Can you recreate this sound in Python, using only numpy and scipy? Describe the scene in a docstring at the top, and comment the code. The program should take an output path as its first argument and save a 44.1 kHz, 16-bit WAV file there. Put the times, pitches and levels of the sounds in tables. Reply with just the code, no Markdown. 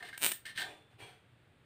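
"""Shorting an electric fly swatter

A table in a small room, a phone microphone close by, a faint low rumble underneath.
A metal tool scratches over the swatter's charged mesh and shorts it: a quick run of sparks snaps,
slowest where they are strongest. The tool is dragged off the wires, and the plastic frame
rattles and shifts once more on the table."""
import sys
import numpy as np
from scipy import signal
from scipy.fft import rfft, irfft
from scipy.io import wavfile

SR = 44100
rng = np.random.default_rng(int(sys.argv[2]) if len(sys.argv) > 2 else 0)


def generate_wav(signal):
    """Clip the signal to [-1, 1] and save it as 16-bit WAV at the path in sys.argv[1]."""
    frames = np.transpose(np.atleast_2d(signal))
    scaled = np.clip(frames, -1, 1) * 32767
    pcm = np.round(scaled).astype(np.int16)
    wavfile.write(sys.argv[1], SR, pcm)


N = 72765
TIME = np.arange(N) / SR
LN_1000 = np.log(1000)  # a 60 dB decay

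def undb(db):
    return 10 ** (np.asarray(db) / 20)

def unit_rms(x):
    return x / np.sqrt(np.mean(x ** 2))

def convolve(x, response):
    return signal.fftconvolve(x, response)[:N]

def impulses(table):
    """One impulse for each (s, dB) row."""
    return sum(undb(db) * signal.unit_impulse(N, int(start * SR)) for start, db in table)

def envelope(start, length, attack, release):
    """Linear attack, hold, exponential release."""
    age = TIME - start
    return np.clip(age / attack, 0, 1) * np.exp(-np.maximum(age - length, 0) / release)

def colour(x, points, size=4096):
    """Minimum-phase filter through (Hz, dB) points."""
    hz, db = np.array(points).T
    bins_hz = np.maximum(np.fft.rfftfreq(size, 1 / SR), 1)
    gain = undb(np.interp(np.log(bins_hz), np.log(hz), db))
    cepstrum = irfft(np.log(gain))
    cepstrum[1:size // 2] *= 2
    cepstrum[size // 2 + 1:] = 0
    return convolve(x, irfft(np.exp(rfft(cepstrum))))

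def damped_sine(hz, width_hz):
    return np.exp(-np.pi * width_hz * TIME) * np.sin(2 * np.pi * hz * TIME)

def resonate(x, modes):
    """Sum of resonances (Hz, width Hz, dB) with alternating signs."""
    response = sum((-1) ** k * undb(db) * width * damped_sine(hz, width)
                   for k, (hz, width, db) in enumerate(modes))
    return convolve(x, response)

def friction(contacts, modes, surface, release_s, slips_per_s=3000):
    """Uneven stick-slip clicks ring a body; each contact adds its own share of surface grit."""
    slips = (rng.random(N) < slips_per_s / SR) * rng.choice([-1, 1], N)
    slips = slips * (.5 + rng.random(N))
    push = np.array([undb(db) * envelope(start, length, attack, release_s)
                     for start, length, db, _, attack in contacts])
    grit_share = undb(np.array(contacts)[:, 3:4])
    body = np.linalg.norm(push, axis=0) * unit_rms(resonate(slips, modes))
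    grit = np.linalg.norm(push * grit_share, axis=0) * unit_rms(colour(slips, surface))
    return body, grit

def room(x, t60_s=0.22, treble_t60_s=0.16, build_s=0.012, split_hz=5000):
    """Diffuse tail of a small room; the treble dies sooner."""
    tail = np.zeros(N)
    for band, t60 in (("low", t60_s), ("high", treble_t60_s)):
        crossover = signal.butter(2, split_hz, band, fs=SR, output="sos")
        tail += signal.sosfilt(crossover, rng.standard_normal(N)) * np.exp(-LN_1000 * TIME / t60)
    tail *= 1 - np.exp(-TIME / build_s)
    return convolve(x, tail / np.linalg.norm(tail))

# Room tone at the microphone. Each row: frequency in Hz, relative level in dB.
HISS_COLOUR = [(15, -55.5), (25, -25), (43, -27), (77, -8.5), (122, 0.5), (188, -10), (289, -11.5),
               (389, -14), (523, -15), (1020, -21.5), (1380, -18), (2490, -21.5), (3630, -24.5),
               (5880, -44.5), (9050, -35), (10900, -47.5), (15500, -44)]

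def room_tone(hiss_db=-66.5, rumble_db=-79.5, rumble_hz=128, rumble_width_hz=47):
    """Faint hiss and a wavering low rumble."""
    hiss = colour(rng.standard_normal(N), HISS_COLOUR)
    rumble = resonate(rng.standard_normal(N), [(rumble_hz, rumble_width_hz, 0)])
    return undb(hiss_db) * unit_rms(hiss) + undb(rumble_db) * unit_rms(rumble)

# Strokes of the tool, close up. Each row: start and length in seconds, relative level in dB,
# grit share in dB, attack in seconds.
TOOL_STROKES = [(-.02, 0.031, -54, -5.5, 0.0045), (.024, 0.0042, -43.5, -6, 0.004),
                (.04, 0.052, -55, 1.5, 0.012), (.086, 0.0089, -48, -5, 0.0038),
                (.127, 0.021, -53.5, -1.5, 0.0035), (.328, 0.0077, -54, -16, 0.0016),
                (.453, 0.014, -48, 3, 0.0031), (.462, 0.042, -52.5, 0.5, 0.011),
                (.546, .028, -51.5, 3, 0.02), (.574, 0.038, -42.5, 3.5, 0.0029),
                (.616, 0.0074, -45, 6, 0.0018), (.63, 0.014, -55, 0, 0.0055)]
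# Resonances of the mesh. Each row: frequency in Hz, width in Hz, gain in dB.
MESH_MODES = [(1586, 20, 1.5), (1602, 36, -3.5), (1798, 62, 6), (2110, 48, -3.5)]
# Grit of metal on wire. Each row: frequency in Hz, gain in dB.
GRIT_COLOUR = [(30, -53.5), (150, -17.5), (500, -29.5), (1250, -9.5), (1800, -5.5), (3000, 0.5),
               (4100, -2.5), (5500, -14), (7200, -17.5), (8700, -6.5), (10500, -22), (12300, -24),
               (15000, -16.5)]
# The tip catching a wire. Each row: start in seconds, relative level in dB.
WIRE_PLUCKS = [(.025, -47.5), (.129, -47), (.4525, -52), (.575, -42), (.617, -38.5)]

def tool_on_mesh(mesh_db=1.5, grit_db=-1, pluck_attack_s=.001):
    """The tool scratches and plucks the wires; both ring the same mesh resonances."""
    mesh, grit = friction(TOOL_STROKES, MESH_MODES, GRIT_COLOUR, release_s=0.012)
    ping = sum(undb(db) * damped_sine(hz, width) for hz, width, db in MESH_MODES)
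    ping *= 1 - np.exp(-TIME / pluck_attack_s)
    return undb(mesh_db) * mesh + undb(grit_db) * grit + convolve(impulses(WIRE_PLUCKS), ping)

# The frame moving on the table. Each row: start and length in seconds, level in dB,
# rub share in dB, attack in seconds.
FRAME_SHIFTS = [(-.01, 0.067, -60, -10, 0.014), (.585, 0.013, -52, -7.5, 0.011),
                (.65, 0.051, -54.5, -2, 0.014), (.9, 0.014, -71.5, 0, 0.012),
                (.982, 0.052, -58.5, 2.5, 0.019), (1.055, 0.015, -67, 8.5, .022)]
# Resonances of the frame. Each row: frequency in Hz, width in Hz, gain in dB.
FRAME_MODES = [(300, 57, -5), (412, 38, -3.5), (611.5, 32, -4.5), (693, 59, -1.5), (796, 110, -3.5),
               (948, 41, -3.5), (1202, 30, -4.5), (2260, 180, -17.5)]
# Plastic rubbing on wood. Each row: frequency in Hz, gain in dB.
RUB_COLOUR = [(30, -35), (130, -12), (250, -4.5), (450, 6.5), (950, -6), (1400, 3.5), (2400, 5.5),
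              (4300, -3), (5500, -12.5), (7500, -15), (8700, -3), (10500, -17.5), (15000, -18)]

def frame_on_table():
    """The plastic frame sticks and slips on the wood, rattling as it shifts."""
    rattle, rub = friction(FRAME_SHIFTS, FRAME_MODES, RUB_COLOUR, release_s=0.055)
    return rattle + rub

# Thin tones left as the swatter moves. Each row: start in seconds, frequency in Hz, level in dB,
# 60 dB decay time in seconds.
SWATTER_TONES = [(0.013, 715.4, -50, 0.067), (.6, 727, -50.5, .4), (.63, 3480, -57, 0.74),
                 (.61, 3640, -60, .33), (0.629, 7150, -66, 0.38), (.63, 8520, -77, 0.45),
                 (1.0, 3300, -55.5, 0.47), (0.999, 2348, -57, 0.42), (1.0, 4370, -64.5, .35),
                 (1.0, 6140, -72.5, 0.48), (1.0, 8460, -63.5, .35)]

def swatter_ringing(attack_s=0.031, width_hz=30.4):
    """Lightly damped tones of wires and frame swell and fade, their phase drifting a little."""
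    tones = np.zeros(N)
    for start, hz, db, t60 in SWATTER_TONES:
        drift = np.cumsum(rng.standard_normal(N)) * np.sqrt(2 * np.pi * width_hz / SR)
        swell = envelope(start, attack_s, attack_s, t60 / LN_1000)
        tones += undb(db) * swell * np.sin(2 * np.pi * hz * TIME + drift)
    return tones

# The arc between the sparks. Each row: start and length in seconds, relative level in dB.
ARC_SPANS = [(0.166, 0.034, -51), (0.214, 0.085, -51)]

def arc_sizzle(pulses_per_s=820):
    """Tiny discharges at random moments make a fine sizzle."""
    strength = sum(undb(db) * envelope(start, length, attack=0.047, release=0.036)
                   for start, length, db in ARC_SPANS)
    pulses = (rng.random(N) < pulses_per_s / SR) * rng.random(N)
    return strength * unit_rms(pulses)

# Sparks, close to the microphone. Each row: start in seconds, relative level in dB.
DISCHARGES = [(0.177, -28.5), (0.1792, -22), (.208, -36), (0.2094, -47), (.214, -26), (0.2186, -18),
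              (0.2245, -13.5), (.2312, -8.5), (0.2384, -7.5), (0.2458, -5), (0.253, -11), (0.2586, -10),
              (0.2641, -5), (.269, -17.5), (0.2728, -19.5), (0.2761, -17.5), (0.28, -18), (0.2833, -20),
              (0.2896, -35.5), (0.2922, -19), (.299, -25.5), (0.312, -21), (0.3153, -31), (0.3178, -14),
              (0.3208, -13.5), (0.3258, -23)]
# The microphone's high resonance. Each row: frequency in Hz, gain in dB, 60 dB decay time in seconds.
MIC_MODES = [(8560, -12.5, 0.0085), (8970, -14, 0.0079), (14600, -23, 0.0044)]
# One snap at close range. Each row: frequency in Hz, gain in dB.
SNAP_COLOUR = [(40, -23.5), (130, -1), (350, -1.5), (800, 0), (1300, -1), (2400, 4), (3600, 4.5),
               (5500, -6.5), (7500, -4.5), (10000, -7.5), (12300, -4.5), (15000, -0.5)]
# The snaps coming back off the walls. Each row: frequency in Hz, gain in dB.
SPARK_TAIL_COLOUR = [(150, -10), (900, -13.5), (2300, -9), (5000, -5.5), (8700, 0), (12000, -2.5),
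                     (15000, 5.5)]

def sparks(gain_db=0.5, scatter_db=-6, scatter_s=.0025, room_db=-4):
    """Each discharge snaps and briefly sets the microphone's high resonance ringing."""
    pulses = -arc_sizzle() - undb(gain_db) * impulses(DISCHARGES)
    mic_ring = sum(undb(db) * np.exp(-LN_1000 * TIME / t60) * np.cos(2 * np.pi * hz * TIME)
                   for hz, db, t60 in MIC_MODES)
    snaps = colour(pulses + convolve(pulses, mic_ring), SNAP_COLOUR)
    scatter = rng.standard_normal(N) * np.exp(-TIME / scatter_s)  # off swatter and table
    scatter *= 1 - np.exp(-TIME / (scatter_s / 10))
    early = convolve(snaps, scatter / np.linalg.norm(scatter))
    tail = colour(room(snaps), SPARK_TAIL_COLOUR)
    return snaps + undb(scatter_db) * early + undb(room_db) * tail

# A hand bumping the table. Each row: start in seconds, level in dB.
HAND_BUMPS = [(0.388, -60.5), (0.554, -52.5), (0.682, -55), (0.94, -55), (1.02, -49), (1.257, -63),
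              (1.321, -58.5)]

def table_bumps(hz=115.8, attack_s=0.0073, decay_s=0.018):
    """Soft pushes set the table top thudding."""
    thuds = np.zeros(N)
    for start, db in HAND_BUMPS:
        swell = envelope(start, attack_s, attack_s, decay_s)
        thuds += undb(db) * swell * np.sin(2 * np.pi * hz * (TIME - start))
    return thuds

def scene(handling_room_db=-6.5):
    """Everything at the one microphone beside the swatter."""
    snaps = sparks()
    handling = tool_on_mesh() + frame_on_table()
    handling += undb(handling_room_db) * room(handling)
    return (snaps + handling + swatter_ringing() + table_bumps() + room_tone())[None]

def record(dry, top_hz=15500):
    """The phone cuts the top steeply."""
    lowpass = signal.firwin(401, top_hz, fs=SR, window="blackman")
    return signal.fftconvolve(dry, lowpass[None], mode="same")

dry = scene()
out = record(dry)
generate_wav(out)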